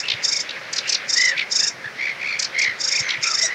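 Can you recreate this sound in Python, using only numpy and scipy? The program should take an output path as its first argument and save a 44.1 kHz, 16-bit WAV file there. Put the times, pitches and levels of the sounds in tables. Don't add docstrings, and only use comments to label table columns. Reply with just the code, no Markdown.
import sys
import numpy as np
from scipy import signal
from scipy.fft import rfft, irfft
from scipy.io import wavfile
from scipy.ndimage import map_coordinates

SR = 44100
rng = np.random.default_rng(int(sys.argv[2]) if len(sys.argv) > 2 else 0)


def log_audio(samples):
    frames = np.atleast_2d(samples).T
    limited = np.clip(frames, -1, 1)
    pcm = np.round(limited * 32767).astype(np.int16)
    wavfile.write(sys.argv[1], SR, pcm)


N = 156114


def undb(db):
    return 10 ** (np.asarray(db) / 20)


def unit(x):
    return x / np.std(x)


def colour(x, points):
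    hz, db = np.array(points, float).T
    f = np.arange(len(x) // 2 + 1) * SR / len(x)
    gain = undb(np.interp(np.log(f + 1), np.log(hz), db))
    return irfft(rfft(x) * gain, len(x))


def wander(rate_hz, size):
    f = np.arange(size // 2 + 1) * SR / size
    lowpass = np.exp(-(f / rate_hz) ** 2) * (f > 0)
    return unit(irfft(rfft(rng.standard_normal(size)) * lowpass, size))


def around(size):
    return (np.arange(size) - size // 2) / SR


def swell(u, edge):
    return np.exp(-np.minimum(np.abs(u), 10) ** edge / 2)


def add(out, at_s, x):
    i = int(round(at_s * SR)) - len(x) // 2 + np.arange(len(x))
    inside = (i >= 0) & (i < N)
    out[i[inside]] += x[inside]


def fade_in():
    return np.minimum(np.arange(N) / SR / .002, 1)


def scatter(x, echo_db, t60_s):
    t = np.arange(SR // 2) / SR
    tail = rng.standard_normal(len(t)) * undb(-60 * t / t60_s) * (1 - np.exp(-t / .004))
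    echoes = signal.fftconvolve(x, tail / np.linalg.norm(tail))[:N]
    return x + undb(echo_db) * echoes


def trill_note(rise_s, crest_hz):
    # multiple, level_db, crest_focus (how much it is confined to the crest)
    partials = [(4, -10.5, 10.5), (5, -29, -1), (6, -2.5, 0.5), (7, -10.5, 3.5), (8, -16, -0.1),
                (9, -28, 6)]
    # frequency_hz, level_db
    hiss_colour = [(2500, -35), (4200, -14.5), (4900, 3), (7000, -2.5), (8300, -23.5), (13000, -52)]
    arch_oct, arch_scatter = 0.27, .14
    fall_s, cut = 0.00916, 1.34
    roughness, shimmer, edge, hiss_db = .008, .2, 7, -12.5

    t = around(size=4096)
    u = t / np.where(t < 0, rise_s, fall_s)
    arch = arch_oct * (1 + arch_scatter * rng.standard_normal())
    arched_hz = crest_hz * 2 ** (-arch * 2 * u ** 2 / (1 + u ** 2))
    detune = 0.0088 * rng.standard_normal()
    hz = arched_hz * (1 + detune + roughness * wander(900, len(t)))
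    phase = 2 * np.pi * np.cumsum(hz) / SR
    tone = np.zeros(len(t))
    for multiple, db, crest_focus in partials:
        level = undb(db) * np.exp(-crest_focus * u ** 2) * (1 + shimmer * wander(860, len(t)))
        tone += level * np.sin(multiple * phase + wander(60, len(t)))
    hiss = undb(hiss_db) * unit(colour(rng.standard_normal(len(t)), hiss_colour))
    voice = tone * swell(np.where(t < 0, 1.1, cut) * u, edge)
    return voice + hiss * swell((t + 0.0023) / 0.013, 2.12)


def trills():
    # crest_s, level_db
    notes = [(.000, -14.5), (0.252, -11.5), (0.293, -14), (.332, -13.5), (.371, -16), (.409, -17.5),
             (1.104, -14), (1.142, -12), (1.181, -11), (1.218, -12), (1.256, -14.5), (1.293, -18),
             (1.527, -14), (1.566, -11), (1.604, -11.5), (1.643, -13), (1.682, -14.5), (2.815, -17.5),
             (2.850, -14.5), (2.888, -14.5), (2.927, -14.5), (2.965, -15), (3.003, -15.5), (3.241, -14),
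             (3.278, -15), (3.316, -16), (3.352, -14.5), (3.393, -15), (3.432, -14)]
    # crest_s, level_db, crest_fundamental_hz, rise_s
    closing_note = (3.462, -15.5, 970, 0.1)
    first_rise_s, rise_growth_s, pause_s = .0135, 0.001003, .1
    crest_hz = 929.7

    out, place, before_s = np.zeros(N), 0, -1
    for at_s, db in notes:
        place = place + 1 if at_s - before_s < pause_s else 0
        before_s = at_s
        add(out, at_s, undb(db) * trill_note(first_rise_s + rise_growth_s * place, crest_hz))
    at_s, db, closing_hz, closing_rise_s = closing_note
    add(out, at_s, undb(db) * trill_note(closing_rise_s, closing_hz))
    return out * fade_in()


def wind():
    # frequency_hz, level_db
    wind_colour = [(25, -44), (55, -22), (130, -3), (280, -4.5), (450, 0), (700, -1.5), (1200, -5),
                   (2000, -2.5), (3100, -17), (5400, -10), (7500, -25.5), (10500, -29), (15500, -37)]
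    return undb(-41) * unit(colour(rng.standard_normal(N), wind_colour))


def colony(flicker_db):
    # frequency_hz, level_db
    murmur_colour = [(400, -44.5), (540, -5.5), (650, -24), (1600, -4), (2200, -1), (2900, -11.5),
                     (4500, -15), (6000, -24.5), (8000, -25)]
    # time_s, level_db
    swells = [(0, 5.5), (.48, 3), (.66, 5.5), (1.3, 3.5), (1.75, -2.5), (2.25, 2), (3.05, 5.5), (3.54, 3.5)]
    base_db = -38

    wash = rfft(colour(rng.standard_normal(N), murmur_colour))
    octave = np.log2(np.clip(np.arange(len(wash)) * SR / N, 32, 16384))
    murmur = np.zeros(N)
    for half_octave in range(16, 26):
        band = irfft(wash * np.maximum(1 - np.abs(2 * octave - half_octave), 0), N)
        murmur += band * undb(flicker_db * wander(11.8, N))
    level_db = base_db + np.interp(np.arange(N) / SR, *np.array(swells).T)
    return undb(level_db) * unit(murmur)


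def far_calls():
    # middle_s, length_s, pitch_hz, glide_octaves (over the call), level_db, harshness (0-1)
    calls = [(.056, .052, 2666, -0.01, -30, .37), (.36, 0.098, 2222, -.05, -32, .5),
             (.9, .12, 2590, -0.11, -32, 0.82), (1.241, .13, 1999, 0, -18, .2),
             (1.317, 0.072, 1794, -.22, -28, .2), (1.401, 0.062, 2260, -.1, -22.5, .6),
             (1.625, .13, 2493, .1, -36.5, 0.67), (1.645, 0.091, 1737, -.06, -33.5, .6),
             (1.861, 0.043, 1775, -0.007, -28.5, 0.43), (2.055, 0.12, 2175, 0.0069, -23.5, 0.62),
             (2.295, .17, 2282, -0.0042, -25.5, 0.56), (2.632, .14, 2142, -0.056, -19, 0.48),
             (2.959, .08, 2260, .06, -25.5, 0.552), (3.1, .15, 2155, 0, -26.5, 0.82),
             (3.258, 0.059, 2362, 0.063, -24.5, 0.58), (3.295, 0.093, 1320, -.12, -30, .1),
             (3.434, 0.088, 1990, -.11, -27, 0.26), (3.528, 0.081, 1979, .04, -27, .3)]
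    partials_db = [3.5, -14.5, -13, -19.5, -27]
    arch_oct, edge, roughness = .08, 4.1, 0.0995
    rattle_hz, rattle_rise_hz = 47, 30
    rattle_depth, rattle_sag_oct = .85, .12

    out, t = np.zeros(N), around(size=16384)
    for at_s, length_s, pitch_hz, glide_oct, db, harsh in calls:
        u = np.clip(2 * t / length_s, -2, 2)
        rattle_phase = np.pi * (rattle_hz + rattle_rise_hz * harsh) * t + harsh * wander(40, len(t))
        gap = np.sin(rattle_phase) ** 4
        octaves = glide_oct * u / 2 - arch_oct * u ** 2 - rattle_sag_oct * (gap - gap.mean())
        hz = pitch_hz * 2 ** octaves * (1 + roughness * harsh * wander(460, len(t)))
        half_phase = np.pi * np.cumsum(hz) / SR
        tone = sum(undb(g) * np.sin(k * half_phase) for k, g in enumerate(partials_db, 2))
        rattled = unit(tone * (1 - rattle_depth * gap))
        add(out, at_s, undb(db) * rattled * swell(2.04 * t / length_s, edge))
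    return out


def bursts(rows, shape, length_s):
    fall_oct_per_s = 22
    out, t = np.zeros(N), around(size=4096)
    slide = np.cumsum(2 ** (-fall_oct_per_s * np.clip(t, -length_s, length_s)))
    for at_s, db, centre_hz in rows:
        points = [(centre_hz * 2 ** octaves, gain_db) for octaves, gain_db in shape]
        noise = colour(rng.standard_normal(len(t)), points)
        voice = map_coordinates(noise, [slide], mode="mirror")
        voice = voice / np.sqrt(np.convolve(voice ** 2, np.hanning(64), "same"))
        add(out, at_s, undb(db) * unit(voice) * swell(2 * t / length_s, 2.6))
    return out


def ticks():
    # middle_s, level_db, centre_hz
    rows = [(.087, -17.5, 3730), (.104, -15.5, 3700), (.120, -15.5, 3570), (.138, -22, 3580),
            (.495, -24.5, 3800), (.510, -24.5, 3840), (1.379, -22.5, 3600), (1.397, -18, 3300),
            (1.413, -23, 3200), (3.093, -21, 4200), (3.108, -17, 3980), (3.125, -26, 3600),
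            (3.142, -27, 3400)]
    # offset_octaves (from its centre), level_db
    shape = [(-1.4, -35), (-.6, -6), (0, 0), (.25, -5), (.65, -19), (1.3, -55)]
    return bursts(rows, shape, length_s=0.006)


def blips(rows, length_s):
    out, t = np.zeros(N), around(size=8192)
    for at_s, hz, db in rows:
        tone = np.sin(2 * np.pi * hz * t + 0.61 * wander(90, len(t)))
        add(out, at_s, undb(db) * tone * swell(2 * t / length_s, 3.6))
    return out


def thumps():
    # middle_s, level_db (before the high-pass)
    rows = [(0.149, -34), (1.865, -38), (2.688, -39.5), (3.013, -32.5), (3.191, -37.5)]
    pushes = blips([(at_s, 125, db) for at_s, db in rows], length_s=0.018)
    return signal.sosfiltfilt(signal.butter(2, 65, "high", fs=SR, output="sos"), pushes)


def chips():
    # middle_s, level_db, centre_hz
    rows = [(.736, -21, 5500), (.767, -21.5, 5150), (.787, -17, 4720), (.882, -27, 5360),
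            (.898, -15.5, 5480), (.929, -15.5, 5140), (.951, -15, 4630), (2.399, -17, 5460),
            (2.429, -19.5, 5380), (2.450, -19.5, 4960), (2.594, -20.5, 5540), (2.624, -20, 5200),
            (2.645, -22.5, 4740)]
    # offset_octaves (from its centre), level_db
    shape = [(-1.5, -27.5), (-0.97, -14), (-0.45, -13.5), (-0.24, 2), (-0.01, 2.5), (0.31, -5.5),
             (0.6, -24), (1.26, -64)]
    return bursts(rows, shape, length_s=0.01)


def hoots():
    # middle_s, pitch_hz, level_db
    rows = [(1.335, 540, -37), (3.445, 646, -30)]
    return blips(rows, length_s=0.02)


def twitters():
    # middle_s, length_s, pitch_hz, glide_octaves (over the note), level_db
    rows = [(2.312, 0.067, 4410, 0, -31.5), (3.07, .13, 6120, -.2, -37)]
    out, t = np.zeros(N), around(size=8192)
    for at_s, length_s, pitch_hz, glide_oct, db in rows:
        glide = 2 ** (glide_oct * np.clip(t / length_s, -1, 1))
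        hz = pitch_hz * glide * (1 + 0.026 * wander(340, len(t)))
        tone = np.sin(2 * np.pi * np.cumsum(hz) / SR) * (1 + .5 * wander(110, len(t)))
        add(out, at_s, undb(db) * tone * swell(2 * t / length_s, 5.2))
    return out


def scene():
    warbler = scatter(trills() + ticks() + chips(), echo_db=-9, t60_s=0.11)
    far = scatter(far_calls() + hoots() + twitters(), echo_db=-12, t60_s=0.27)
    mix = warbler + wind() + colony(flicker_db=2.5) + far + thumps()
    return mix[None]


def record(dry):
    top_cut = signal.ellip(10, .1, 80, 15800, fs=SR, output="sos")
    return signal.sosfilt(top_cut, dry * fade_in())


dry = scene()
out = record(dry)
log_audio(out)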